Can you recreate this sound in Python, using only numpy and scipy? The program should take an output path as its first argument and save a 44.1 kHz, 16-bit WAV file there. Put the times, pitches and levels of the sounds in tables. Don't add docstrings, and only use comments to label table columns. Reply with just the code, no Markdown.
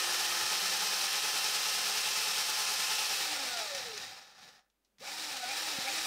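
import sys
import numpy as np
from scipy import signal
from scipy.fft import rfft, irfft
from scipy.io import wavfile
from scipy.ndimage import uniform_filter1d

SR = 44100
rng = np.random.default_rng(int(sys.argv[2]) if len(sys.argv) > 2 else 0)


def persist_wave(psi):
    counts = np.round(np.clip(psi, -1, 1) * 32767).astype(np.int16)
    wavfile.write(sys.argv[1], SR, np.atleast_2d(counts).T)


N = 267246
TIME = np.arange(N) / SR
BINS = np.maximum(np.arange(N // 2 + 1) * SR / N, 1)

# [multiple of rotor rate, level/dB]
ROTOR_LINES = [(2, -60.5), (3, -54.5), (6, -57.5), (8, -61.5), (9, -53), (10, -66.5), (12, -50.5),
               (13, -50), (14, -55.5), (15, -60.5), (17, -65), (18, -52), (20, -71), (21, -74), (23, -66.5),
               (24, -60.5), (25, -60.5), (27, -61), (29, -68), (30, -63.5), (39, -67.5)]
# [multiple of planet mesh rate, level/dB]
PLANET_LINES = [(.2, -68), (.5, -62), (1, -53), (1.5, -60), (2, -60)]
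# [multiple of rotor rate, level relative to the whine/dB]
RIPPLE_LINES = [(2, -7), (4, -10), (5, -10), (6, -4), (9, -7), (12, -7)]
# [f/Hz, width/Hz, lift at full speed/dB, lift at part speed/dB]
SPECTRAL_PEAKS = [(410, 47, 6, 2), (535.4, 98, 8.5, 7.5), (810, 190, 12, 14), (1290, 350, 9.5, 8.5),
                  (1766, 264, 6.5, 6), (1850, 74, 0, 2), (2490, 480, 6.5, 4.5), (3070, 100, 0.4, 2.5),
                  (3090, 520, 4.5, -1.5), (3870, 440, 4, 5.5), (5490, 1130, 6, 4.5), (6350, 130, 1.1, -1.5),
                  (6990, 130, -0.5, 2.5), (8100, 160, 0.5, 4.5), (8300, 160, 0.5, -0.5),
                  (9000, 1243, 0.5, 2), (9100, 170, 2, 3.5), (10230, 180, 4, 2.5), (10800, 190, 2.5, 2),
                  (12000, 200, 5.5, 1), (12300, 960, 4.5, 2.5), (12520, 210, 1.5, 1), (13210, 220, 0, -4),
                  (13743, 893, 5.5, 4), (13780, 230, 2, -1)]
# [f/Hz, level at full speed/dB, level at part speed/dB]
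TEETH_COLOUR = [(30, -25.5, -19), (70, -22, -19.5), (130, -21, -14), (340, -14, -9.5), (650, -13, -7),
                (980, -10.5, -8.5), (2100, -5, -.5), (4780, 1, 2.5), (6800, -3, -4), (9500, -6.5, -11),
                (11070, -13.5, -15.5), (15400, -17.5, -17.5)]
# [f/Hz, width/Hz, level/dB, extra level at first/dB]
SWELL_MODES = [(1298, 90, -57.5, 6.5), (1812, 245, -58, 13.5), (2657, 200, -49, -6), (4200, 230, -54, -0.5),
               (5250, 280, -49, -9.5), (5610, 260, -60, 12)]
# [f/Hz, level/dB]
ROOM_AIR = [(25, -18), (60, -14.5), (110, -17.5), (200, -9.5), (420, -10.5), (850, -15), (2000, -18),
            (5500, -23), (15000, -25)]
# [t/s, f/Hz, peak level/dB, length/s]
LOW_PULSES = [(0.439, 110, -58, 0.011), (5.788, 230, -35.5, 0.0019)]
# [t/s, f/Hz, level/dB, half length/s]
DRONES = [(0.763, 187, -61, 0.19), (1.836, 211, -61.5, .06), (5.11, 201, -68.5, 0.082)]
# [t/s, rotor turns per second f/Hz]
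WIND_DOWN = [(3.5, 249.7), (3.7, 194.8), (3.9, 150.4), (4.06, 118), (4.2, 93), (4.34, 69.6), (4.44, 86),
             (4.58, 65.4), (4.63, 36)]
# [t/s, share]
FULL_SHARE = [(3.1, 1), (3.3, 0.2), (3.6, 0)]
# [f/Hz, width/Hz, lift/dB]
WHINE_MODES = [(505, 40, 0.5), (556, 35, 2.5), (720, 80, 4.5), (1433, 200, 9), (2380, 260, 5)]
# [f/Hz, level/dB]
RUMBLE_COLOUR = [(40, -25), (100, -5.5), (190, -4.5), (260, -5), (450, -25)]
# [t/s, nominal level/dB, t60 of the ring/s]
CLACKS = [(3.572, -26, .11), (3.749, -23, .045), (3.78, -31, .1), (3.977, -29, .04), (4.39, -48, .08),
          (4.70, -68, .08), (4.848, -63, .12), (4.984, -50, .04), (5.074, -34, .03), (5.24, -36, .06),
          (5.368, -29, .06), (5.49, -32, .08)]
# [f/Hz, level/dB]
CLACK_COLOUR = [(200, -30), (800, -9), (2200, -1), (4000, 2.5), (5600, 4), (7500, -6.5), (15000, -24)]
# [t/s, level/dB]
BITE = [(4.98, -10.5), (5.12, -7), (5.35, -4), (5.5, -2.5), (6.06, -1)]
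# [t/s, strength/dB, half length/s]
SQUEALS = [(5.08, -4.5, .012), (5.511, 1.5, 0.019), (5.882, 3, 0.018)]
# [f/Hz, width/Hz, level/dB]
SQUEAL_MODES = [(796, 35, -41.5), (2380, 300, -40.5)]
# [slowest moment t/s, speed lost f/Hz, build-up time/s]
BINDS = [(5.46, 74, .28), (5.83, 60.7, .19)]
# [lower f/Hz, upper f/Hz, level at full speed/dB,
#   loss per octave of slowing/dB, further loss per octave of creeping/dB]
RATTLE_BANDS = [(0, 2000, -40.5, 6.6, 8.6), (2000, 7000, -34, 7.2, 13.5), (7000, SR, -40.5, 10, 13)]

FULL_HZ, CREEP_HZ = 347.7, 122.6
PLANET_ORDER, GEAR_RATIO = 2.483, 36.03
EASE_S, STOP_S = 3.16, 4.76
RESTART_S, RESTART_HZ, SPIN_UP_S = 4.979, 320.4, .052
LET_GO_S = .12
SETTLE_S = .95
SETTLE_BODY_DB, SETTLE_HUM_DB = 2.5, -55
HUM_DB, HUM_PEAK_HZ, HUM_WIDTH_HZ = -56, 301, 36
RIPPLE_DB, RIPPLE_SLIP_HZ = -52, 102
RIPPLE_THROB_DB, BITE_SHARE = -0.2, 0.65
RUMBLE_DB, RUMBLE_PEAK_HZ, RUMBLE_OCTAVES = -67.5, 138, .65
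CREEP_JUDDER_DB, CREEP_JUDDER_RATE = 1, 70
TOP_HZ = 15680


def undb(db):
    return 10 ** (np.asarray(db) / 20)


def unit(x):
    return x / np.sqrt(np.mean(x ** 2))


def curve(rows, axis=1):
    rows = np.array(rows)
    return np.interp(TIME, rows[:, 0], rows[:, axis])


def slope(rows, axis=1):
    rows = np.array(rows)
    return np.interp(np.log(BINS), np.log(rows[:, 0]), rows[:, axis])


def lift(table, axis=2):
    return sum(row[axis] / (1 + (2 * (BINS - row[0]) / row[1]) ** 2) for row in table)


def colour(x, db):
    return irfft(rfft(x) * undb(db), N)


def bell(x, centre, spread):
    return np.exp(-((x - centre) / spread) ** 2 / 2)


def walk(rate):
    k = max(int(SR / rate), 1)
    steps = np.repeat(rng.standard_normal(N // k + 1), k)
    smooth = uniform_filter1d(uniform_filter1d(steps, k), k)
    return unit(smooth[:N])


def ring(hz, width_hz, grit_db=3):
    phase = 2 * np.pi * np.cumsum(hz + .4 * width_hz * walk(2 * width_hz)) / SR
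    return unit(np.sin(phase) * undb(grit_db * walk(2 * width_hz)))


def lines(turns, table, flutter_db, flutter_rate, wander, wander_rate):
    total = 0
    for order, db in table:
        level = np.sqrt(2) * undb(db + flutter_db * walk(flutter_rate))
        phase = 2 * np.pi * (order * turns + rng.random()) + wander * walk(wander_rate)
        total = total + level * np.sin(phase)
    return total


def room(x, wet_db=-10, t60=0.15):
    age = TIME[:SR // 2]
    tail = rng.standard_normal(len(age)) * np.exp(-np.log(1000) * age / t60) * (age > .003)
    tail = tail / np.sqrt(np.sum(tail ** 2))
    return x + undb(wet_db) * signal.fftconvolve(x, tail)[:N]


def speed():
    first = curve([(EASE_S, FULL_HZ), *WIND_DOWN, (STOP_S, 0)])
    second = RESTART_HZ * (1 - np.exp(-np.maximum(TIME - RESTART_S, 0) / SPIN_UP_S))
    for s, lost_hz, build_s in BINDS:
        drag = curve([(s - build_s, 0), (s, 1), (s + LET_GO_S, 0)])
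        second = second - lost_hz * np.sin(np.pi / 2 * drag) ** 2
    return np.maximum(first + second, 10)


def throb(turns):
    angle = 2 * np.pi * turns / GEAR_RATIO
    return np.cos(angle - .7) + .55 * np.cos(2 * angle + .3)


def settling():
    return np.exp(-TIME / SETTLE_S)


def bite():
    return curve(BITE) * (TIME > RESTART_S)


def background(air_db=-81, mains_db=-90, mains_hz=50):
    air = unit(colour(rng.standard_normal(N), slope(ROOM_AIR))) * undb(air_db + walk(5))
    return air + undb(mains_db) * np.sqrt(2) * np.sin(2 * np.pi * mains_hz * TIME)


def gears(hz, turns, full, impacts_per_turn=18, scatter_db=1.6, rub_db=-2, flicker_db=.55):
    hit = rng.random(N) < impacts_per_turn * hz / SR
    strength = undb(scatter_db * rng.standard_normal(N))
    taps = unit(hit * rng.choice([-1, 1], N) * strength / np.sqrt(hz))
    force = unit(taps + undb(rub_db) * rng.standard_normal(N))
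    load_db = 0.22 * np.cos(2 * np.pi * turns) + .8 * throb(turns)
    force = force * undb(flicker_db * walk(110) + load_db)
    fast = colour(force, slope(TEETH_COLOUR, axis=1) + lift(SPECTRAL_PEAKS, axis=2))
    slow = colour(force, slope(TEETH_COLOUR, axis=2) + lift(SPECTRAL_PEAKS, axis=3))
    slowing = np.log2(FULL_HZ / hz)
    creeping = np.maximum(np.log2(CREEP_HZ / hz), 0)
    judder_db = CREEP_JUDDER_DB * walk(CREEP_JUDDER_RATE) * (hz < CREEP_HZ)
    body_db = SETTLE_BODY_DB * settling() - 1.9 * full
    rattle = 0
    for (lo, hi, db, slow_db, creep_db), extra_db in zip(RATTLE_BANDS, (body_db, 0, 0)):
        band = (BINS >= lo) & (BINS < hi)
        fast_part = unit(irfft(rfft(fast) * band, N))
        slow_part = unit(irfft(rfft(slow) * band, N))
        level_db = db - slow_db * slowing - creep_db * creeping + bite() + judder_db + extra_db
        rattle = rattle + undb(level_db) * (full * fast_part + (1 - full) * slow_part)
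    return rattle


def swells(full, swell_db=2.5, swell_rate=3):
    total = 0
    for hz, width_hz, db, first_db in SWELL_MODES:
        level_db = db + first_db * settling() + swell_db * walk(swell_rate)
        total = total + undb(level_db) * ring(hz, width_hz, grit_db=2)
    return full * total


def rotor(hz, turns, full):
    whine = lines(turns, ROTOR_LINES, flutter_db=2, flutter_rate=14, wander=0.53, wander_rate=25)
    steady = lines(turns, [(1, 0.00076)], flutter_db=0.5, flutter_rate=25, wander=.1, wander_rate=18)
    wavering = lines(turns, [(1, 0)], flutter_db=2.5, flutter_rate=50, wander=.3, wander_rate=60)
    shake = undb(HUM_DB + bite()) * bell(hz, HUM_PEAK_HZ, HUM_WIDTH_HZ)
    first_hum = undb(SETTLE_HUM_DB) * settling() * steady
    return full ** 3 * whine + first_hum + np.sqrt(1 - full) * shake * wavering


def planets(hz, turns, full, level_db=-1, part_speed_db=-6, chatter_db=-56, chatter_hz=850):
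    mesh_turns = turns * PLANET_ORDER
    song = lines(mesh_turns, PLANET_LINES, flutter_db=2, flutter_rate=30, wander=.8, wander_rate=30)
    chatter_phase = 2 * np.pi * np.cumsum(chatter_hz + 40 * walk(200)) / SR
    chatter = undb(chatter_db) * unit(np.sin(chatter_phase) * undb(3 * walk(150)))
    strength = full * undb(level_db) + (1 - full) * undb(part_speed_db) * (hz / FULL_HZ) ** 3
    return (strength * song + full * chatter) * undb(4.5 * throb(turns))


def rumble(hz, uneven_db=3.5):
    shudder = unit(colour(rng.standard_normal(N), slope(RUMBLE_COLOUR)))
    response = bell(np.log2(hz / RUMBLE_PEAK_HZ), 0, RUMBLE_OCTAVES)
    return undb(RUMBLE_DB + uneven_db * walk(7.7)) * response * shudder


def low_pulses():
    total = 0
    for s, hz, db, length in LOW_PULSES:
        total = total - undb(db) * bell(TIME, s, length) * np.sin(2 * np.pi * hz * (TIME - s))
    return total


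def drones(width_hz=12):
    return sum(undb(db) * bell(TIME, s, length) * ring(hz, width_hz) for s, hz, db, length in DRONES)


def poles(hz, turns):
    tone = lines(turns, [(3, 0)], flutter_db=3.6, flutter_rate=80, wander=.38, wander_rate=90)
    overtones = lines(turns, RIPPLE_LINES, flutter_db=3, flutter_rate=80, wander=.42, wander_rate=90)
    drive = np.clip((hz - 160) / 80, 0, 1)
    slip = np.clip((FULL_HZ - hz) / RIPPLE_SLIP_HZ, 0, 1)
    pulling = np.clip((hz - CREEP_HZ) / 20, 0, 1)
    level_db = RIPPLE_DB + RIPPLE_THROB_DB * throb(turns) + BITE_SHARE * bite()
    level = undb(level_db) * slip * pulling
    peaks_db = lift(SPECTRAL_PEAKS, axis=3) - 8
    whine = colour(level * tone, .3 * peaks_db) + colour(level * drive * overtones, .9 * peaks_db)
    return room(colour(whine, lift(WHINE_MODES)), wet_db=-7, t60=.12)


def clacks(crack_db=-2, ring_db=-12, crack_s=.002):
    envelope = np.zeros(N)
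    for start, db, t60 in CLACKS:
        age = np.maximum(TIME - start, 0)
        crack = undb(crack_db) / 2 * np.exp(-age / crack_s)
        tail = undb(ring_db) * np.exp(-np.log(1000) * age / t60)
        envelope += (TIME >= start) * undb(db) * (crack + tail)
    return envelope * unit(colour(rng.standard_normal(N), slope(CLACK_COLOUR)))


def squeals():
    envelope = sum(undb(db) * bell(TIME, s, length) for s, db, length in SQUEALS)
    return envelope * sum(undb(db) * ring(hz, width_hz) for hz, width_hz, db in SQUEAL_MODES)


def scene():
    hz = speed()
    turns = np.cumsum(hz) / SR
    full = np.clip(curve(FULL_SHARE), 0, 1)
    rattle = room(gears(hz, turns, full) + clacks()) + swells(full) + squeals()
    whine = rotor(hz, turns, full) + poles(hz, turns) + planets(hz, turns, full)
    drill = undb(-0.85) * (rattle + whine)
    mono = drill + drones() + rumble(hz) + low_pulses() + background()
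    return np.array([mono, mono])


def record(dry):
    return signal.sosfilt(signal.ellip(12, .1, 80, TOP_HZ, fs=SR, output="sos"), dry)


dry = scene()
out = record(dry)
persist_wave(out)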